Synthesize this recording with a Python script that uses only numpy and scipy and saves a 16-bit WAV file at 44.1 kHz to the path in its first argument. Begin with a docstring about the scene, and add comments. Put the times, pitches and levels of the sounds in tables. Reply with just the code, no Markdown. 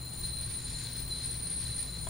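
"""Fingers braking a spinning disk

Fingers brake a small motor-driven disk before two microphones, with floor and walls near by.
Friction sets four high modes squealing: wavering partials beat over a randomly rung resonance.
Shaped noise makes the dry hiss of the rubbing; noise and unsteady sines make the room's low rumble and hum.
One light knock, short decaying modes and a puff of noise, comes at the very end."""
import sys
import numpy as np
from scipy import signal
from scipy.fft import rfft, irfft, next_fast_len
from scipy.io import wavfile
from scipy.ndimage import uniform_filter1d, map_coordinates

SR = 44100
rng = np.random.default_rng(int(sys.argv[2]) if len(sys.argv) > 2 else 0)


def persist_wave(psi):
    """Save psi, clipped to +-1, as 16-bit WAV."""
    counts = np.round(np.clip(psi, -1, 1) * 32767).astype(np.int16)
    wavfile.write(sys.argv[1], SR, np.atleast_2d(counts).T)


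N = 92213  # samples

# Drive of the low squeal, shifting between two partials: t/s, lower level/dB, upper level/dB
LOW_DRIVE = [(0.0, -64, -45), (0.19, -49.5, -54.5), (0.22, -66, -40.5), (0.3, -57, -44.5), (0.38, -48, -45),
             (0.43, -53, -48.5), (0.61, -51.5, -60), (0.76, -50, -44), (0.84, -46, -56.5),
             (0.98, -51.5, -48), (1.08, -61, -46.5), (1.11, -38.5, -69), (1.25, -46.5, -46.5),
             (1.34, -52, -54), (1.42, -61, -46), (1.49, -54.5, -51.5), (1.63, -48, -54.0),
             (1.71, -44.5, -60), (1.9, -49, -60), (1.94, -48.5, -49), (2.05, -53, -53), (2.09, -56, -54)]
# Drive of the weak squeal between low and high, both partials together: t/s, level/dB
MIDDLE_DRIVE = [(0.0, -60.5), (0.16, -53), (0.48, -74), (0.6, -56), (0.82, -49.5), (0.97, -83), (1.09, -60),
                (1.17, -71), (1.23, -58), (1.58, -76), (1.59, -66), (2.07, -52.5), (2.09, -47)]
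# Drive of the high squeal, shifting between two partials: t/s, lower level/dB, upper level/dB
HIGH_DRIVE = [(0.0, -51, -51.5), (0.17, -49.5, -52), (0.25, -38, -65), (0.33, -47.5, -50.5),
              (0.38, -38.5, -57), (0.56, -43, -41.5), (0.61, -54, -44.5), (0.74, -47, -43),
              (0.84, -64, -43.5), (0.91, -47.5, -50), (1.0, -48.5, -46), (1.08, -52.5, -47.5),
              (1.16, -63, -44), (1.28, -37.5, -39), (1.31, -57, -42.5), (1.42, -41.5, -45),
              (1.54, -40.5, -44), (1.69, -44, -44.5), (1.81, -41, -41.5), (1.92, -51, -53),
              (2.02, -44.5, -49.5), (2.09, -56, -36)]
# Drive of the topmost whistle, both partials together: t/s, level/dB
TOP_DRIVE = [(0, -59), (.2, -57), (.5, -61), (.8, -68), (.88, -56), (1.07, -56), (1.12, -65), (1.3, -64),
             (1.35, -56), (1.45, -61), (1.6, -66), (1.78, -64), (1.95, -62), (2.09, -57)]
# Partials of each squeal: f/Hz, pitch wander/Hz, level against the drive/dB, left over right/dB
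LOW_MODES = [(4057, 7, -2.3, 2.5), (4108, 15, -4, 5)]
MIDDLE_MODES = [(7105, 17.7, -7, 1.4), (7120, 19.3, -9.5, 3)]
HIGH_MODES = [(9225, 7, -3, 0), (9296, 15, -4, .5)]
TOP_MODES = [(15392, 14, -5, 2), (15738, 6, -17, 0)]

# Strength of the rubbing, before an overall trim: t/s, level/dB
RUB_STRENGTH = [(0, -70), (.14, -61.5), (.22, -58), (.5, -57), (.66, -55), (.76, -55), (.82, -53),
                (.95, -54.5), (1.07, -59.5), (1.13, -54), (1.25, -53.5), (1.38, -56.5), (1.52, -53),
                (1.58, -54), (1.71, -54), (1.85, -53.5), (1.92, -59.5), (2.06, -59.5)]
# Colour of the rubbing, relative density: f/Hz, level/dB per Hz
RUB_COLOUR = [(400, -25), (1200, -11), (1650, -3.5), (2150, 0), (2900, -5), (3400, -2), (3730, 1.5),
              (4350, 3.5), (5150, -1.5), (5900, -4.5), (7900, -4.5), (8800, 1.5), (9500, -2), (10100, -2),
              (12000, -14), (15500, -9.5)]
# Narrow resonances that the rubbing excites: f/Hz, half-width/Hz, level against the hiss/dB
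RUB_RESONANCES = [(1590, 16, 4), (2040, 30, 4), (2420, 6.3, 5), (3490, 15, 7.5), (4400, 11, 12),
                  (4540, 17, -10), (5200, 20, 8), (9900, 30, -4)]
# Left-right likeness of the rubbing: f/Hz, likeness (0-1)
RUB_LIKENESS = [(500, 1), (4000, 1), (9000, 0.26), (14000, 0)]

# Colour of the room's drone and air, relative density: f/Hz, level/dB per Hz
DRONE_COLOUR = [(30, -32), (75, -39), (100, -4.5), (127, -9), (143, -9.5), (172, -9), (215, -15),
                (330, -19.5), (480, -22), (900, -27), (1020, -26), (1200, -28.5), (2200, -31),
                (6000, -36.5), (12000, -38.5), (15500, -37)]
# Colour of the deep rumble, relative density: f/Hz, level/dB per Hz
RUMBLE_COLOUR = [(20, -11.5), (39, -14), (50, -2.5), (59, -2), (65, -0.5), (72, -1), (85, -9.5),
                 (110, -11.5), (200, -44.5)]
# Left-right likeness of drone and rumble: f/Hz, likeness (0-1)
ROOM_LIKENESS = [(100, 0.95), (300, 0.87), (1000, 0.79), (5000, .6), (14000, 0.072)]
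# Bass in the room, before overall trims: t/s, rumble level/dB, main hum level/dB
BASS_LEVELS = [(0.0, -46, -44.0), (0.14, -54.5, -47.5), (0.21, -41.5, -52.5), (0.33, -44.5, -45.5),
               (0.46, -45.5, -41), (0.53, -46.5, -51), (0.62, -52, -46), (0.68, -43.5, -51.0),
               (0.76, -45, -44), (0.81, -50, -43.0), (0.91, -51, -43), (0.97, -48, -50.5),
               (1.06, -42.5, -43), (1.18, -47, -54), (1.23, -48.5, -46), (1.36, -44.5, -41.5),
               (1.52, -52.5, -56), (1.56, -46.0, -57), (1.7, -43, -39), (1.74, -47.5, -50.5),
               (1.97, -45.5, -49), (2.09, -44.5, -53)]
# Weaker hum lines, before their swell: f/Hz, rms level/dB
HUM_LINES = [(161.5, -54), (247.6, -63), (360.7, -67)]
HUM_HZ = 122.8  # main hum line

# Ringing modes of the knock: f/Hz, level against the knock/dB, t60/s
KNOCK_RINGS = [(650, 2, 0.062), (988, -0.5, 0.047), (3360, 0, 0.03), (3670, -6, .012)]
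KNOCK_S, KNOCK_DB, KNOCK_ATTACK_S = 2.0675, -37, 0.0024  # onset, level, time constant of the rise

LEFT_DB = 3  # left over right, for all but the squeals' held partials
SIDE_DB = -6  # reflections, left-right difference against their middle
TOP_HZ = 15800  # band limit of the camera


def amp(db):
    """Decibels to gain."""
    return 10 ** (np.asarray(db) / 20)


def unit(x):
    """Scale to rms 1."""
    return x / np.sqrt(np.mean(x ** 2) + 1e-20)


def pan(db):
    """Left and right gains for a level difference."""
    return amp([[db / 2], [-db / 2]])


def along(points, hz):
    """Interpolate (f/Hz, value) points on a log frequency axis."""
    f, v = np.transpose(points)
    return np.interp(np.log(hz + 1), np.log(f + 1), v)


def curves(rows):
    """One value per sample for each column after the time."""
    s, *cols = np.transpose(rows)
    return np.array([np.interp(np.arange(N) / SR, s, c) for c in cols])


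def wobble(rate):
    """A smooth random curve, rate knots a second."""
    knots = rng.standard_normal(N // 20)
    return map_coordinates(knots, [np.arange(N) * rate / SR], mode="wrap")


def filtered(x, response):
    """Weight the spectrum of x by a response of frequency."""
    m = next_fast_len(N + SR // 2)
    hz = np.fft.rfftfreq(m, 1 / SR)
    return irfft(rfft(x, m) * response(hz), m)[..., :N]


def noise(gain, likeness):
    """Stereo noise whose middle has rms 1; gain and left-right likeness are functions of frequency."""
    def mid_side_gain(hz):
        # the angle shares power between middle and side so that the two microphones correlate as asked
        turn = np.arccos(np.clip(likeness(hz), -.9, 1)) / 2
        return gain(hz) * np.array([np.cos(turn), np.sin(turn)])

    mid, side = filtered(rng.standard_normal((2, N)), mid_side_gain)
    return np.array([mid + side, mid - side]) / mid.std()


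def tone(hz, wander_hz, rate):
    """A sine of rms 1 whose pitch wanders at random."""
    turns = rng.random() + np.cumsum(hz + wander_hz * wobble(rate)) / SR
    return np.sqrt(2) * np.sin(2 * np.pi * turns)


def reflections(x, t60=0.15, db=-3):
    """Floor and walls near by add a short tail and a fine ripple of colour."""
    t = np.arange(SR // 4) / SR
    decay = amp(-60 * t / t60)
    mid, side = rng.standard_normal((2, len(t))) * decay * np.array([[1], [amp(SIDE_DB)]])
    tail = np.array([mid + side, mid - side]) / np.linalg.norm(mid)
    # mirrored sound ahead of the start, so that the tail is already present there
    lead_in = np.pad(x, ((0, 0), (len(t) - 1, 0)), mode="reflect")
    reflected = signal.fftconvolve(lead_in, tail, "valid", axes=1)
    return (x + amp(db) * reflected) / np.hypot(1, amp(db))


def squeal(levels, partials, ring_hz, width, ring_db, alike, flutter_db):
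    """Self-excited partials beat over the same resonance rung at random by the friction."""
    drives = np.broadcast_to(amp(curves(levels)), (len(partials), N))
    held = 0
    for drive, (hz, wander_hz, db, lean_db) in zip(drives, partials):
        flutter = amp(db + flutter_db * wobble(70))
        held = held + drive * pan(lean_db) * flutter * tone(hz, wander_hz, rate=90)

    resonance = lambda hz: 1 / (1 + ((hz - ring_hz) / width) ** 2)
    ring = pan(LEFT_DB) * noise(resonance, lambda hz: alike + 0 * hz)
    driven_ring = amp(ring_db) * drives.mean(axis=0) * ring
    return held + reflections(driven_ring, t60=0.24, db=0.5)


def squeals():
    """The four modes that the braking fingers set singing."""
    # ring_hz and width in Hz; alike is left-right likeness, negative towards opposite phase
    low = squeal(LOW_DRIVE, LOW_MODES, ring_hz=4087.4, width=61.4, ring_db=0.5, alike=0.51, flutter_db=3.5)
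    middle = squeal(MIDDLE_DRIVE, MIDDLE_MODES, ring_hz=7115, width=91, ring_db=-5.5, alike=0.34,
                    flutter_db=3.5)
    high = squeal(HIGH_DRIVE, HIGH_MODES, ring_hz=9266, width=65, ring_db=-3.0, alike=-0.34,
                  flutter_db=2.44)
    top = squeal(TOP_DRIVE, TOP_MODES, ring_hz=15400, width=45, ring_db=-4, alike=-0.68, flutter_db=4.0)
    return low + middle + high + top


def rubbing(db=4, grain_db=1.8, grain_rate=350, surge_db=1.64):
    """Skin slides on the disk: a slightly grainy hiss that follows the pressure and rings narrow resonances."""
    def colour(hz):
        peak_power = sum(amp(gain_db) ** 2 / (1 + ((hz - f) / half_width) ** 2)
                         for f, half_width, gain_db in RUB_RESONANCES)
        return amp(along(RUB_COLOUR, hz)) * np.sqrt(1 + peak_power)

    hiss = noise(colour, lambda hz: along(RUB_LIKENESS, hz))
    grain = grain_db * wobble(grain_rate)
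    surge = surge_db * wobble(28.04)
    return reflections(amp(db + curves(RUB_STRENGTH) + grain + surge) * hiss)


def room(rumble_db=1.0, drone_db=-50, hum_db=-2, swell_db=2):
    """Machinery hums in unsteady lines over a steady drone and a deep, surging rumble."""
    alike = lambda hz: along(ROOM_LIKENESS, hz)
    rumble_level, hum_level = amp(curves(BASS_LEVELS))
    rumble = noise(lambda hz: amp(along(RUMBLE_COLOUR, hz)), alike)
    # even out the noise's own surges over 3000 samples, so that the level table sets them
    power = uniform_filter1d(np.mean(rumble ** 2, axis=0), size=3000)
    rumble = rumble / np.sqrt(np.abs(power))

    drone = noise(lambda hz: amp(along(DRONE_COLOUR, hz)), alike)
    hum = amp(hum_db) * hum_level * tone(HUM_HZ, wander_hz=3.65, rate=17)
    lines = sum(amp(db + swell_db * wobble(8.92)) * tone(hz, wander_hz=3.14, rate=14)
                for hz, db in HUM_LINES)
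    return amp(rumble_db) * rumble_level * rumble + amp(drone_db) * drone + hum + lines


def knock(noise_db=-7, noise_t60=0.12, dull_hz=1500):
    """A light knock: a few short decaying modes and a dull puff of noise."""
    t = np.maximum(np.arange(N) / SR - KNOCK_S, 0)  # time since the onset
    ring = sum(amp(db - 60 * t / t60) * np.sin(2 * np.pi * hz * t) for hz, db, t60 in KNOCK_RINGS)
    puff = unit(filtered(rng.standard_normal(N), lambda hz: 1 / (1 + (hz / dull_hz) ** 2)))
    puff = amp(noise_db - 60 * t / noise_t60) * puff
    attack = 1 - np.exp(-t / KNOCK_ATTACK_S)
    return amp(KNOCK_DB) * attack * (ring + puff)


def scene():
    """Squeal, rubbing, room and knock at the two microphones."""
    return squeals() + pan(LEFT_DB) * (rubbing() + room() + knock())


def record(dry):
    """The camera keeps nothing above its band limit."""
    return filtered(dry, lambda hz: hz < TOP_HZ)


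dry = scene()
out = record(dry)
persist_wave(out)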